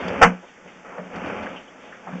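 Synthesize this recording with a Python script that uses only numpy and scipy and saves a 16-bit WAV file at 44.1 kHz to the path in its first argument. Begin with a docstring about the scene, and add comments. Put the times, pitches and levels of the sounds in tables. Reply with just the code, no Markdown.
"""Camera in a drain pipe

A stiff cable pulls an inspection camera back through a plastic drain pipe, rubbing in uneven pulls.
It taps and bumps along the way, and the bumps set off a low, hollow boom.
One hard knock rings the monitor unit's housing and overloads its small microphone.
The recorder adds a steady hiss and cuts a narrow notch out of the treble."""
import sys
import numpy as np
from scipy import signal
from scipy.fft import rfft, irfft, next_fast_len
from scipy.io import wavfile

SR = 44100
rng = np.random.default_rng(int(sys.argv[2]) if len(sys.argv) > 2 else 0)


def to_wav(s):
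    """Save 16-bit WAV."""
    ch = np.atleast_2d(s).T  # columns
    pcm = np.round(np.clip(ch, -1, 1) * 32767)  # PCM
    wavfile.write(sys.argv[1], SR, pcm.astype(np.int16))


N = 97020
TIME = np.arange(N) / SR

# The tone of the recorder's hiss. Each row: frequency in Hz, relative level in dB.
HISS_TONE = [(25, 4), (100, 2.5), (500, -1.5), (2000, 9), (3300, -19.5), (4500, -12), (5500, -5),
             (6200, -1), (7000, -6), (7700, -10), (8200, -31)]
# How strongly the cable rubs as it is pulled. Each row: time in seconds, level in dB.
PULL_LEVELS = [(0, -30), (.12, -28), (.21, -28.5), (.3, -33), (.4, -48), (.52, -51.5), (.62, -50),
               (.68, -47.5), (.83, -49), (.89, -41), (.98, -43), (1.09, -43), (1.16, -33.5), (1.29, -29.5),
               (1.45, -32.5), (1.55, -37.5), (1.64, -48), (1.77, -47), (1.84, -43), (1.98, -48.5),
               (2.06, -42), (2.13, -41), (2.2, -39.5)]
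# The tone of the rubbing. Each row: frequency in Hz, relative level in dB.
RUB_TONE = [(30, -55), (120, -8), (190, -8.5), (250, 5), (320, -3), (520, 2.5), (950, -6), (1400, -5.5),
            (2000, -11), (2400, -9), (3100, -17), (3700, -37.5), (6000, -33), (8000, -49)]
# The thin, high swish on top of the rubbing. Each row: time in seconds, level in dB.
SWISH_LEVELS = [(0, -40.5), (.2, -56), (.38, -62), (.49, -53.5), (.6, -64.5), (.72, -54.5), (.9, -65),
                (1.05, -59.5), (1.3, -56), (1.62, -52.5), (1.75, -64), (1.85, -51), (2.05, -60.5),
                (2.2, -52)]
# Light taps of the cable, plus one slow, dull drag of it (the row at 0.875 s). Each row: start in seconds,
# level in dB, centre in Hz, width in Hz, rise time in seconds, fade time in seconds. A fade time (t60) is how
# long a sound takes to drop 60 dB.
CABLE_TAPS = [(0.051, -44, 435, 500, 0.011, 0.061), (0.08, -30, 2140, 2980, 0.0018, 0.06),
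              (0.11, -24, 478, 170, 0.0056, 0.13), (.42, -42.5, 584, 587, 0.026, 0.078),
              (.648, -41.5, 435, 550, .012, 0.1), (.67, -48, 2080, 1400, 0.0098, 0.19),
              (0.844, -40, 860, 1220, 0.0066, 0.19), (.875, -40, 740, 1050, 0.065, 0.56),
              (0.976, -33.5, 546, 220, 0.0039, 0.34), (.979, -33.5, 1240, 1240, 0.0044, 0.081),
              (1.13, -42, 1300, 1900, .005, .12), (1.156, -42, 2640, 3200, 0.003, 0.085),
              (1.255, -47.5, 2960, 2200, .006, 0.16), (1.424, -45, 3180, 2200, 0.0062, 0.085),
              (1.463, -28, 1420, 650, 0.0062, 0.054), (1.558, -36.5, 2840, 450, 0.0075, 0.14),
              (1.671, -46.5, 3150, 503, 0.013, 0.083), (1.917, -40, 1610, 810, 0.0066, 0.24),
              (2.0705, -30.5, 680, 590, 0.0017, 0.15), (2.074, -38.5, 1470, 700, 0.0033, 0.14),
              (2.119, -38, 1130, 1100, 0.01, 0.1)]
# Soft bumps that set off the boom. 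Each row: start in seconds, level in dB.
SOFT_BUMPS = [(0.042, -28), (0.245, -13.5), (.645, -47), (0.757, -49), (0.986, -33.5), (1.04, -44),
              (1.165, -33), (2.072, -35), (2.126, -26)]
# The low notes of the boom. Each row: pitch in Hz, relative level in dB, fade time in seconds.
BOOM_NOTES = [(180.9, 1, 0.28), (208.3, -5, 0.2), (245.4, -9, 0.26)]
# Notes of the monitor unit's housing. Each row: pitch in Hz, relative level in dB, fade time in seconds.
HOUSING_NOTES = [(432, -9, .11), (470, -3, .14), (543, -7, .11), (692, -4, .13), (735, -6, .09),
                 (811, -2, .1), (847, 4, .085), (1098, -6, .1), (1187, -7, .11), (1291, -4, .11),
                 (1326, -3, .11), (1428, -7, .11), (1503, -4, .11), (1779, -7, .1), (2137, -8, .09),
                 (2385, -11, .09)]
# The quick run of hits that makes up the knock. Each row: start in seconds, relative level in dB.
KNOCK_HITS = [(0.2127, -7.5), (0.2158, -13.5), (0.223, -2.5), (0.224, -1.5), (0.2447, -43)]
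# The tone of the knock's clatter. Each row: frequency in Hz, relative level in dB.
CLATTER_TONE = [(30, -19.5), (100, -15), (300, -12), (500, 0), (800, 0.5), (1350, 0), (2100, -4),
                (3000, -13.5), (3800, -41), (6000, -22.5), (8000, -36)]

HISS_DB = -55
SLIPS_PER_S, SLIP_SPREAD_DB = 4500, 2.5
RUB_RING_DB, RUB_BOOM_DB = -15.5, -10.5  # ringing, compared with the rubbing itself
RUMBLE_DB, FULL_PULL_DB = -47.5, -29  # the rumble's level at a full pull, and that pull's level
RUMBLE_FOLLOWS = 1.58  # dB of rumble gained for each dB of pull
BUMP_RISE_S, KNOCK_RISE_S = 0.012, 0.0051
KNOCK_RING_DB, CLATTER_DB, THUMP_DB, THUMP_CUTOFF_HZ = -7, -2.5, -24, 51
OVERLOAD = 0.75  # the largest signal the microphone can pass
NOTCH_HZ, NOTCH_WIDTH_HZ, CUTOFF_HZ = 3980, 620, 8250


def from_db(db):
    """Turn decibels into a number to multiply by."""
    return 10 ** (np.asarray(db) / 20)


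def rms_one(x):
    """Scale a sound so that its average strength (rms) is 1."""
    return x / np.sqrt(np.mean(x ** 2) + 1e-20)


def noise():
    """White noise: all frequencies equally strong."""
    return rng.standard_normal(N)


def colour(x, tone):
    """Filter a sound to follow a tone table; the result has strength 1."""
    size = 2 * next_fast_len(N)
    hz, db = np.transpose(tone)
    bin_hz = np.maximum(np.arange(size // 2 + 1) * SR / size, 1)
    gains = from_db(np.interp(np.log(bin_hz), np.log(hz), db))
    # Fold the filter in time so that it never sounds before its input (minimum phase).
    cepstrum = irfft(np.log(gains))
    cepstrum[1:size // 2] *= 2
    cepstrum[size // 2 + 1:] = 0
    response = np.exp(rfft(cepstrum))
    return rms_one(irfft(rfft(x, size) * response)[:N])


def noise_band(hz, width_hz):
    """Noise with only the frequencies around hz kept, at strength 1."""
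    low = np.sqrt(hz ** 2 + (width_hz / 2) ** 2) - width_hz / 2
    band_pass = signal.butter(3, [low, low + width_hz], "band", fs=SR, output="sos")
    return rms_one(signal.sosfilt(band_pass, noise()))


def ring(x, hz, t60):
    """Each click in x starts one note that rings and fades."""
    decay, angle = from_db(-60 / (t60 * SR)), 2 * np.pi * hz / SR
    return signal.lfilter([0, np.sin(angle)], [1, -2 * decay * np.cos(angle), decay ** 2], x + 1e-18)


def resonate(x, notes):
    """Let x ring a whole table of notes, every other one flipped; the result has strength 1."""
    return rms_one(sum(from_db(db) * (-1) ** k * ring(x, hz, t60)
                       for k, (hz, db, t60) in enumerate(notes)))


def swell(start, rise, t60):
    """A loudness shape that climbs in a straight line, then dies away."""
    age = TIME - start
    return np.clip(age / rise, 0, 1) * np.exp(-np.log(1000) * np.maximum(age - rise, 0) / t60)


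def hiss():
    """The recorder's own steady noise."""
    return from_db(HISS_DB) * colour(noise(), HISS_TONE)


def rubbing():
    """Thousands of tiny cable slips blur into a rub, with a swish on top; hard pulls add rumble."""
    pull_db = np.interp(TIME, *np.transpose(PULL_LEVELS))
    size_db = SLIP_SPREAD_DB * np.minimum(rng.exponential(1, N), 4)
    sizes = from_db(size_db) * rng.choice([-1, 1], N)
    slips = sizes * (rng.random(N) < SLIPS_PER_S / SR)
    housing = from_db(RUB_RING_DB) * resonate(slips, HOUSING_NOTES)
    boom = from_db(RUB_BOOM_DB) * resonate(slips, BOOM_NOTES)
    swish_db = np.interp(TIME, *np.transpose(SWISH_LEVELS))
    swish = from_db(swish_db) * noise_band(hz=2660, width_hz=1720)
    rumble_db = RUMBLE_DB + RUMBLE_FOLLOWS * (pull_db - FULL_PULL_DB)
    rumble = from_db(rumble_db) * noise_band(hz=83.3, width_hz=52)
    return from_db(pull_db) * (colour(slips, RUB_TONE) + housing + boom) + swish + rumble


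def taps():
    """The cable scuffs in bursts of noise, mostly short taps and one slow drag, each with the tone of the spot
    it touches."""
    return sum(from_db(db) * swell(start, rise, t60) * noise_band(hz, width)
               for start, db, hz, width, rise, t60 in CABLE_TAPS)


def booms():
    """Each soft bump builds up the low, hollow notes, which then ring out."""
    return sum(from_db(bump_db + note_db) * swell(start, BUMP_RISE_S, t60)
               * np.sin(2 * np.pi * hz * (TIME - start))
               for start, bump_db in SOFT_BUMPS for hz, note_db, t60 in BOOM_NOTES)


def knock_shape(t60):
    """The knock's loudness over time: the energy of its hits adds up and dies away."""
    energy = sum((from_db(db) * swell(start, KNOCK_RISE_S, t60)) ** 2 for start, db in KNOCK_HITS)
    return np.sqrt(energy)


def knock():
    """A hard knock sets the housing ringing, with a short clatter and a low thump."""
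    ringing = sum(from_db(db) * knock_shape(t60) * np.sin(2 * np.pi * (hz * TIME + rng.random()))
                  for hz, db, t60 in HOUSING_NOTES)
    clatter = knock_shape(t60=0.13) * colour(noise(), CLATTER_TONE)
    low_pass = signal.butter(2, THUMP_CUTOFF_HZ, fs=SR, output="sos")
    thump = knock_shape(t60=0.17) * rms_one(signal.sosfilt(low_pass, noise()))
    return from_db(KNOCK_RING_DB) * ringing + from_db(CLATTER_DB) * clatter + from_db(THUMP_DB) * thump


def scene():
    """The cable's rubbing, taps, booms and the knock, added up at the monitor unit's microphone."""
    return (rubbing() + knock() + taps() + booms())[None]


def record(dry):
    """Overload flattens the loudest peaks; hiss joins in; filters cut a notch and the highest treble."""
    clipped = dry / (1 + (dry / OVERLOAD) ** 8) ** (1 / 8)
    sound = clipped + hiss()
    notch = signal.iirnotch(NOTCH_HZ, NOTCH_HZ / NOTCH_WIDTH_HZ, fs=SR)
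    for _ in range(2):  # a second pass makes the notch wider
        sound = signal.lfilter(*notch, sound)
    low_pass = signal.ellip(14, 0.1, 110, CUTOFF_HZ, fs=SR, output="sos")
    return signal.sosfilt(low_pass, sound)


dry = scene()
out = record(dry)
to_wav(out)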